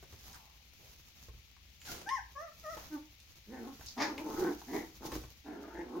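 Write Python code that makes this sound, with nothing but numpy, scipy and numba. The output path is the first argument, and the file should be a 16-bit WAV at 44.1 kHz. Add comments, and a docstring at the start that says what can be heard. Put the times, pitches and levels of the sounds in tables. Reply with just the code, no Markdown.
"""Soft hiss and low rumble, paper pads rustling and paws padding: puppies wrestle in an indoor pen.
Four short yips and a low whimper lead into rattling play growls and one hoarse bark.
Voices are pulsing folds or stacked harmonics, shaped by throat and mouth resonances.
Paws are damped sines and noise pats, pads and scuffs are shaped crinkles, claws are tiny noise rings.
A small room answers the voices, footfalls and ticks."""
import sys
import numpy as np
from scipy import signal
from scipy.fft import rfft, irfft
from scipy.io import wavfile
from scipy.ndimage import uniform_filter1d, map_coordinates
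from numba import njit

SR = 44100
rng = np.random.default_rng(int(sys.argv[2]) if len(sys.argv) > 2 else 0)


def master_out(mix):
    """Clip the mix to full scale and print it as 16-bit PCM to the path in sys.argv[1]."""
    frames = np.transpose(np.atleast_2d(mix))
    ceiling = np.clip(frames, -1, 1)
    pcm = np.round(ceiling * 32767).astype(np.int16)
    wavfile.write(sys.argv[1], SR, pcm)


N = 264600
TIME = np.arange(N) / SR


def undb(db):
    """Decibels to gain."""
    return 10 ** (np.asarray(db) / 20)


def unit(x):
    """Scale to rms 1."""
    return x / np.sqrt(np.mean(x ** 2) + 1e-20)


def colour(x, points):
    """EQ by (f/Hz, level/dB) points joined on a log-frequency axis."""
    hz, db = np.transpose(points)
    f = np.arange(N + 1) * SR / (2 * N)
    gain = undb(np.interp(np.log(f + 1), np.log(hz), db))
    return irfft(rfft(x, 2 * N) * gain)[..., :N]


def walk(rate):
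    """Smooth random drift around 0, with `rate` new values per second."""
    knots = rng.standard_normal(N // 20)
    return map_coordinates(knots, [TIME * rate], order=2, mode="wrap")


def add(out, s, sound):
    """Mix a short sound in at time s."""
    i = max(int(s * SR), 0)
    out[..., i:i + sound.shape[-1]] += sound[..., :N - i]


def bandlimit(x, order, hz, kind):
    """Butterworth filter."""
    return signal.sosfilt(signal.butter(order, hz, kind, fs=SR, output="sos"), x)


# stereo width of diffuse sound: f/Hz, level/dB (side minus mid)
DIFFUSE_WIDTH = [(300, -12.5), (700, -2), (4000, 0)]


def spread(pair):
    """Two unrelated signals as a diffuse field: alike in the bass, unlike in the treble."""
    side = colour(pair[1], DIFFUSE_WIDTH)
    return np.array([pair[0] + side, pair[0] - side])


def lean(pair, balance):
    """Tilt two channels against each other by (f/Hz, left minus right level/dB) points."""
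    left = colour(pair[0], [(hz, db / 2) for hz, db in balance])
    right = colour(pair[1], [(hz, -db / 2) for hz, db in balance])
    return np.array([left, right])


# relative spectrum of rumble and hiss: f/Hz, level/dB
FLOOR_SPECTRUM = [(25, -51), (58, 18), (130, -7.5), (400, -25), (1400, -32.5), (2200, -15.5), (6000, -20),
                  (8500, -39), (13000, -77)]
# stereo lean of rumble and hiss: f/Hz, level/dB (left minus right)
FLOOR_BALANCE = [(400, 3.5), (1300, 16), (4400, 14.5), (8000, -7)]
FLOOR_DB = -62.5


def floor():
    """A low room rumble and soft hiss: steady diffuse noise, coloured and tilted in stereo."""
    noise = unit(colour(rng.standard_normal((2, N)), FLOOR_SPECTRUM))
    return lean(spread(noise), FLOOR_BALANCE) * undb(FLOOR_DB)


def crinkle(rate, scatter_db, hiss):
    """Two channels of paper fibres snapping at random (rate per s) over a smooth rubbing hiss."""
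    sizes = undb(scatter_db * np.minimum(rng.exponential(size=N), 5))
    snaps = (rng.random(N) < rate / SR) * sizes
    bursts = signal.lfilter([1], [1, -np.exp(-1 / 20)], snaps)  # each dies away over 20 samples
    crackle = unit(bursts * rng.standard_normal((2, N)))
    return (crackle + hiss * rng.standard_normal((2, N))) / np.hypot(1, hiss)


# relative spectrum of the paper pads: f/Hz, level/dB
PAD_SPECTRUM = [(150, 0.5), (400, -12), (2300, -16.5), (6500, -10.5), (8300, -28), (12500, -17.5)]
# weight shifts on the pads: peak t/s, t/s from the peak to where power is e^-2, peak level/dB before flicker
WEIGHT_SHIFTS = [(0.282, 0.13, -55.5), (0.9, 0.13, -59.5), (1.233, 0.089, -59), (1.923, 0.027, -43.5),
                 (2.798, 0.15, -53), (3.83, 0.35, -58.5), (4.399, 0.17, -50), (4.761, 0.1, -51),
                 (5.067, 0.017, -45.5), (5.148, 0.078, -49.5)]
PAD_REST_DB = -69  # rustle between the shifts


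def pads():
    """The pads rustle as the puppies shift their weight: each shift swells to a peak and settles."""
    power = undb(PAD_REST_DB) ** 2
    for s, length, db in WEIGHT_SHIFTS:
        swell = np.exp(-2 * np.abs((TIME - s) / length) ** 0.78)
        power = power + undb(db) ** 2 * swell
    paper = unit(colour(crinkle(rate=1300, scatter_db=4.5, hiss=1.7), PAD_SPECTRUM))
    flicker = undb(1.7 * walk(35))
    return spread(paper * np.sqrt(power) * flicker)


# footfalls: t/s, thud level/dB (peak of each floor tone), pat level/dB (noise rms before its decay)
FOOTFALLS = [(0.027, -60, -51.5), (0.127, -57.5, -52.5), (1.285, -50.5, -56.5), (1.337, -54, -67),
             (2.769, -68, -45.5), (3.795, -57, -55), (5.119, -48, -40.5), (5.152, -48, -43.5),
             (5.236, -53, -51.5)]


def steps(floor_hz=(60, 82, 108), decay_s=0.03, pat_hz=600, pat_s=0.009):
    """Soft paws thud on the floor as three damped tones and pat the pad as a short noise."""
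    out, t = np.zeros(N), TIME[:SR // 4]
    for s, thud_db, pat_db in FOOTFALLS:
        thud = np.zeros(len(t))
        for hz in floor_hz:
            detune = 1 + 0.1 * rng.standard_normal()
            thud += np.sin(2 * np.pi * hz * detune * t)
        pat = unit(bandlimit(rng.standard_normal(len(t)), 1, (pat_hz / 4, pat_hz), "band"))
        add(out, s, thud * np.exp(-t / decay_s) * undb(thud_db))
        add(out, s, pat * np.exp(-t / pat_s) * undb(pat_db))
    return bandlimit(out, 4, 48, "high")


# sliding paws: t/s, nominal length t/s (stretched in scuffs), level/dB, centre f/Hz, width [octaves]
PAW_SLIDES = [(0.268, 0.44, -70.5, 890, 0.36), (0.338, 0.064, -65, 1390, 0.51),
              (0.792, 0.21, -73.5, 480, 0.58), (1.8, 0.09, -69.5, 7020, 0.067),
              (1.849, 0.29, -56, 4100, 3.7), (1.891, 0.32, -60.5, 268, 1.08), (2.757, 0.19, -61, 753, 1.08),
              (3.863, 0.11, -56, 4930, 0.33)]


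def scuffs(attack=0.26, stretch=1.124):
    """A sliding paw gives a swell of crinkles that rises fast and dies away."""
    out, grain = np.zeros((2, N)), crinkle(rate=770, scatter_db=-3.5, hiss=1.0)
    for s, length, db, hz, octaves in PAW_SLIDES:
        i, n = int(s * SR), int(length * stretch * SR)
        u = np.arange(n) / n  # progress through the slide
        f = np.arange(n // 2 + 1) * SR / n + 1
        band = np.exp(-.5 * (np.log2(f / hz) / octaves) ** 2)
        band = band * np.where(f > 7300, .35, 1)  # duller top
        slide = unit(irfft(rfft(grain[:, i:i + n]) * band, n))
        swell = unit(u ** attack * (1 - u) ** 2)
        add(out, s, slide * swell * undb(db))
    return spread(out)


# claws and teeth ticking: t/s, level/dB (ring rms before its decay), ring f/Hz
CLAW_TICKS = [(0.33, -48, 5730), (0.345, -45, 5050), (1.566, -52, 1010), (1.817, -44.5, 2400),
              (2.091, -34.5, 2700), (3.201, -47, 4600), (3.811, -42.5, 899), (3.861, -40.5, 5810),
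              (4.18, -37.5, 2300), (4.616, -39, 889), (5.058, -43, 5638), (5.119, -35, 779)]


def ticks(ring_s=0.0013, sharpness=3):
    """A claw or tooth gives a crack with a very short ring: resonant noise that decays at once."""
    out, t = np.zeros(N), TIME[:SR // 20]
    for s, db, hz in CLAW_TICKS:
        b, a = signal.iirpeak(hz, sharpness, fs=SR)
        ring = unit(signal.lfilter(b, a, rng.standard_normal(len(t))))
        add(out, s, ring * np.exp(-t / ring_s) * undb(db))
    return out


def folds(hz, rough, jitter, skip, shimmer_db, air):
    """Vocal fold pulses; roughness jitters them, weakens every other one and adds puffs of turbulence."""
    phase = np.cumsum(hz * np.exp(jitter * rough * walk(260))) / SR  # in cycles
    cycles = np.arange(1, int(phase[-1]))
    at = np.interp(cycles, phase, np.arange(N))  # pulse positions in samples
    r = rough[at.astype(int)]
    shimmer = undb(shimmer_db * r * rng.standard_normal(len(at)))
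    size = shimmer * (1 - np.clip(skip * r, 0, 1) * (cycles % 2))
    # windowed sincs place the pulses between samples
    taps = at.astype(int)[:, None] + np.arange(-7, 9)
    offset = taps - at[:, None]
    shape = np.sinc(offset) * np.cos(np.pi * offset / 16) ** 2
    pulses = np.bincount(np.clip(taps, 0, N - 1).ravel(), (size[:, None] * shape).ravel(), N)
    puff_size = size[np.clip(phase.astype(int) - 1, 0, len(size) - 1)]
    puffs = np.exp(-(phase % 1) / 0.88) * puff_size * rng.standard_normal(N)
    radiated = bandlimit(pulses, 2, 120, "high")  # steady flow makes no sound
    rasp = bandlimit(puffs, 2, 650, "high")  # turbulence has little bass
    return unit(radiated) + air * rough * unit(rasp)


def calls(table, fade_s):
    """For each moment: the gate, time into the nearest call, its arch of effort (0-1), rest of its row."""
    rows = np.array(table)
    ends = rows[:, 0] + rows[:, 1]
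    halfway = (ends[:-1] + rows[1:, 0]) / 2
    s, length, *columns = rows[np.searchsorted(halfway, TIME)].T
    gate = sum(np.clip(np.minimum(TIME - on, off - TIME) / fade_s + .5, 0, 1)
               for on, off in zip(rows[:, 0], ends))
    age = np.clip(TIME - s, 0, length)
    return [gate, age, np.sin(np.pi * age / length), length] + columns


# yips: t/s, length t/s, base f/Hz, top f/Hz, top t/s after onset, arch width t/s,
# onset overshoot [share of base], tone level/dB at mid-call, fading [dB per s]
YIP_CALLS = [(1.876, 0.047, 658, 732, 0.051, 0.014, 0.28, -49.5, 68),
             (2.065, 0.13, 714, 1084, .067, .036, 0.04, -41, 0),
             (2.357, 0.14, 548.4, 670, .086, .036, 0.0189, -48.5, 67),
             (2.638, 0.11, 604, 670, 0.076, 0.018, 0.096, -45.5, -17)]
# relative throat colour: f/Hz, level/dB
YIP_THROAT_EQ = [(620, -0.5), (790, -0.5), (1080, 3), (1300, -1.5), (1850, 4.5), (2300, -12)]
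# shrill upper resonance before its loudness gain: f/Hz, level/dB
YIP_EDGE_EQ = [(3800, -52), (5000, -14), (6000, -10.5), (8000, -37)]
# the folds close softly: level/dB of harmonics 1 to 4
YIP_HARMONICS = [1, -0.5, -9, -15]
OVERSHOOT_S, YIP_SWELL_DB = .014, 4.5  # the pitch drops into the note; the level sags at both ends
EDGE_FROM_DB, EDGE_GROWTH = -42.5, 0.74  # edge: this many extra dB per dB above the level, less below


def yips():
    """Clear arched squeals through a small throat, shriller when loud."""
    (gate, age, effort, length, base_hz, top_hz,
     top_s, arch_s, overshoot, db, fading) = calls(YIP_CALLS, fade_s=0.013)
    onset = base_hz * (1 + overshoot * np.exp(-age / OVERSHOOT_S))
    arch = np.exp(-.5 * np.abs((age - top_s) / arch_s) ** 2.4)
    hz = onset + (top_hz - base_hz) * arch
    db = db - YIP_SWELL_DB * (1 - effort) - fading * (age - length / 2)
    phase = 2 * np.pi * np.cumsum(hz * (1 + .011 * walk(260))) / SR
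    tone = unit(sum(undb(partial) * np.sin(k * phase) for k, partial in enumerate(YIP_HARMONICS, 1)))
    buzz = folds(hz, np.ones(N), jitter=0.004, skip=0, shimmer_db=1.0, air=0.02)
    edge = 2 * colour(buzz, YIP_EDGE_EQ) * undb(EDGE_GROWTH * (db - EDGE_FROM_DB))
    return (unit(colour(tone, YIP_THROAT_EQ)) + edge) * gate * undb(db)


def steady(x):
    """Hold the short-term power of a source near 1, without lifting near-silence all the way."""
    power = uniform_filter1d(x ** 2, size=1300)
    return x / np.sqrt(np.abs(power) + np.mean(x ** 2) / 10 ** 2)


def tract(x, points, size=4096):
    """A throat shaped by (f/Hz, level/dB) points that rings on after each pulse (minimum phase)."""
    hz, db = np.transpose(points)
    f = np.arange(size + 1) * SR / (2 * size)
    gain = undb(np.interp(np.log(f + 1), np.log(hz), db))
    cepstrum = irfft(np.log(gain))[:size]
    cepstrum[1:] *= 2  # folding the cepstrum makes the phase minimal
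    response = irfft(np.exp(rfft(cepstrum, 2 * size)))[:size]
    return signal.oaconvolve(x, response)[:N]


@njit
def resonance(x, hz, width_hz):
    """A band-pass whose centre moves, gain 1 at the centre."""
    y, b, low = np.empty(len(x)), 0., 0.
    for i in range(len(x)):
        g, k = np.tan(np.pi * hz[i] / SR), width_hz / hz[i]
        v = (b + g * (x[i] - low)) / (1 + g * (g + k))
        b, low, y[i] = 2 * v - b, low + 2 * g * v, k * v
    return y


def formant(x, hz, width_hz):
    """A moving resonance with steep skirts: two band-passes in a row."""
    return resonance(resonance(x, hz, width_hz), hz, width_hz)


def courses(table, fade_s):
    """For each moment: the gate, roughness, pitch, chest level and mouth level of the growl under way."""
    gate = sum(np.clip(np.minimum(TIME - rows[0][0], rows[-1][0] - TIME) / fade_s + .5, 0, 1)
               for _, rows in table)
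    points = [(row[0], rough, *row[1:]) for rough, rows in table for row in rows]
    s, *columns = np.array(points).T
    return [gate] + [np.interp(TIME, s, column) for column in columns]


# whimper, then growls: roughness [0-1], course of rows: t/s, f/Hz before wander,
# chest level/dB and open mouth level/dB before flutter and rattle
GROWL_COURSES = [(.08, [(2.912, 308.7, -47.5, -57.5), (2.948, 303, -37.5, -52),
                 (2.975, 270, -43.5, -57.5)]), (0.4205, [(3.478, 212, -52, -79), (3.53, 264, -44, -57.5),
                 (3.58, 257.3, -49.5, -54.5), (3.615, 232.8, -42, -62.5), (3.68, 261, -48.5, -56),
                 (3.75, 286, -58.5, -79)]), (.55, [(3.975, 237.9, -42, -44.5), (4.04, 331.6, -40, -47),
                 (4.16, 254.4, -47.5, -58.5), (4.218, 300.3, -39, -48)]),
                 (0.75, [(4.247, 301.2, -38.5, -51.5), (4.365, 298.3, -45, -51.5),
                 (4.402, 361.5, -37.5, -47.5), (4.455, 344.5, -34.5, -44.5), (4.535, 290.3, -40, -54.5)]),
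                 (.75, [(4.68, 260.2, -49.5, -57), (4.72, 291.5, -43.5, -55.5), (4.743, 336.2, -36, -44.5),
                 (4.786, 312.8, -38.5, -48.5), (4.845, 301, -59, -60.5)]),
                 (0.97, [(5.015, 262.4, -48, -53.5), (5.05, 322.2, -46.5, -51.5), (5.105, 279.9, -52, -60),
                 (5.175, 297.4, -40, -62)]), (.74, [(5.455, 289.5, -52.5, -58), (5.497, 324, -47.5, -55),
                 (5.62, 304.5, -50, -60), (5.735, 335, -55, -56), (5.795, 338.7, -45, -50.5),
                 (5.87, 241, -52, -63.5), (5.96, 311.5, -43, -54), (6.0, 268.8, -39.5, -54)])]
# relative chest colour: f/Hz, level/dB
CHEST_EQ = [(155, -11.5), (210, 7.5), (460, 1.5), (620, -13.5), (1400, -42)]
# relative mouth colour: f/Hz, level/dB
MOUTH_EQ = [(350, -24.5), (650, 3), (2100, 2), (2800, -15), (6700, -15.5), (8500, -47)]
# upper mouth resonance, high when the lips draw back: t/s, f/Hz
LIP_COURSE = [(2.95, 1190), (3.57, 1730), (3.66, 1120), (4.25, 870), (4.46, 1399), (4.81, 2051),
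              (5.05, 959.6), (5.51, 1558), (5.68, 1168), (5.81, 1822), (5.92, 849.7)]
JAW_HZ, JAW_WANDER = 786, 0.076  # the lower mouth resonance shifts as the puppy chews
PITCH_WANDER = .06  # share by which the pitch of a fully rough growl wavers
GROWL_SHIMMER_DB = 4.0  # pulse-to-pulse level scatter at full roughness


def growls():
    """Rattling folds boom in the chest and rasp through the mouth, which brightens as the lips draw back."""
    gate, rough, hz, chest_db, mouth_db = courses(GROWL_COURSES, fade_s=0.03)
    rough = np.clip(rough, 0, 1)
    hz = hz * (1 + PITCH_WANDER * rough * walk(35))
    chest_folds = folds(hz, rough, jitter=.15, skip=1.1, shimmer_db=GROWL_SHIMMER_DB, air=0.5)
    body = tract(chest_folds, CHEST_EQ)
    boom = resonance(body, hz, 200.0)  # the throat booms with the fundamental
    chest = steady(body + 1.07 * boom) * undb(chest_db)
    mouth_folds = folds(hz, rough, jitter=.15, skip=1.3, shimmer_db=GROWL_SHIMMER_DB, air=1.1)
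    throat = tract(mouth_folds, MOUTH_EQ)
    lips_hz = np.interp(TIME, *np.transpose(LIP_COURSE))
    opening = lips_hz / lips_hz.max()
    jaw = formant(throat, JAW_HZ * np.exp(JAW_WANDER * walk(20)), 474.0)
    lips = formant(throat, lips_hz, 640.0)
    bright = opening * (0.72 * lips + 0.5 * opening * throat)
    mouth = steady(jaw + bright) * undb(mouth_db)
    rattle = undb(1.8 * rough * walk(110))
    flap = np.sin(2 * np.pi * 27.0 * TIME + walk(10))  # loose throat tissue flaps
    flutter = undb(3.1 * rough * flap)
    return gate * (flutter * chest + rattle * mouth)


# relative throat resonances of the bark: f/Hz, level/dB
BARK_THROAT_EQ = [(550, 3.5), (856, 13), (1350, -1), (1560, 8), (2150, 7), (2900, -5), (5300, 0.5),
                  (6700, -8), (8000, -27)]
CATCH_S, CATCH_DB = 3.977, -45  # a quiet catch of the voice ahead of the bark
BARK_S, BARK_DB, BARK_ATTACK_S, BARK_HOLD_S = 4.012, -33.5, 0.015, 0.034  # the attack ends at BARK_S
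BARK_SAG_DB_PER_S, BARK_FALL_DB_PER_S = 131, 262  # level lost while it is held, and in addition afterwards
BARK_SHIMMER_DB = 2.5


def bark():
    """A hard push with the jaws wide: a hoarse tone through sharp throat resonances."""
    pitch_hz = np.full(N, 287.)
    source = folds(pitch_hz, np.ones(N), jitter=0.05, skip=0.35, shimmer_db=BARK_SHIMMER_DB, air=0.7)
    t = TIME - BARK_S
    sag = BARK_SAG_DB_PER_S * np.maximum(t, 0)
    fall = BARK_FALL_DB_PER_S * np.maximum(t - BARK_HOLD_S, 0)
    burst = np.clip(1 + t / BARK_ATTACK_S, 0, 1) * undb(BARK_DB - sag - fall)
    catch = undb(CATCH_DB) * (TIME > CATCH_S) * (t < 0)
    return steady(tract(source, BARK_THROAT_EQ)) * np.maximum(burst, catch)


PATTERN_HZ = 1.3  # turns per second of the reflection pattern


def room(x, wet_db, t60_s, early_db, early_s):
    """Close reflections from floor and pen, then a small room's tail; two random patterns trade steadily."""
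    early, tail = np.exp(-TIME / early_s), np.exp(-np.log(1000) * TIME / t60_s)
    level = undb(early_db) * unit(early) + undb(wet_db) * unit(tail)
    shape = (TIME > .002) * level / np.sqrt(N)
    turn, out = 2 * np.pi * PATTERN_HZ * TIME, x
    for share in (np.cos(turn), np.sin(turn)):
        response = spread(shape * rng.standard_normal((2, N)))[:, :SR]
        sent = np.broadcast_to(x * share, (2, N))
        out = out + signal.fftconvolve(sent, response, axes=1)[:, :N]
    return out


def scene():
    """Voices, footfalls and ticks with the room around them, over pads, scuffs and the noise floor."""
    near = yips() + growls() + bark() + ticks() + steps()
    heard = room(near, wet_db=-3.0, t60_s=0.32, early_db=-6, early_s=0.0051)
    return heard + pads() + scuffs() + floor()


# colour difference of the two microphones: f/Hz, level/dB (left minus right)
MIC_BALANCE = [(300, -1.5), (700, 1.5), (2500, 3), (5000, 0), (13000, -8)]
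TOP_HZ = 15850


def record(dry):
    """The two microphones differ in colour, and the top is cut steeply."""
    top_cut = signal.ellip(10, .2, 70, TOP_HZ, fs=SR, output="sos")
    return signal.sosfilt(top_cut, lean(dry, MIC_BALANCE))


dry = scene()
out = record(dry)
master_out(out)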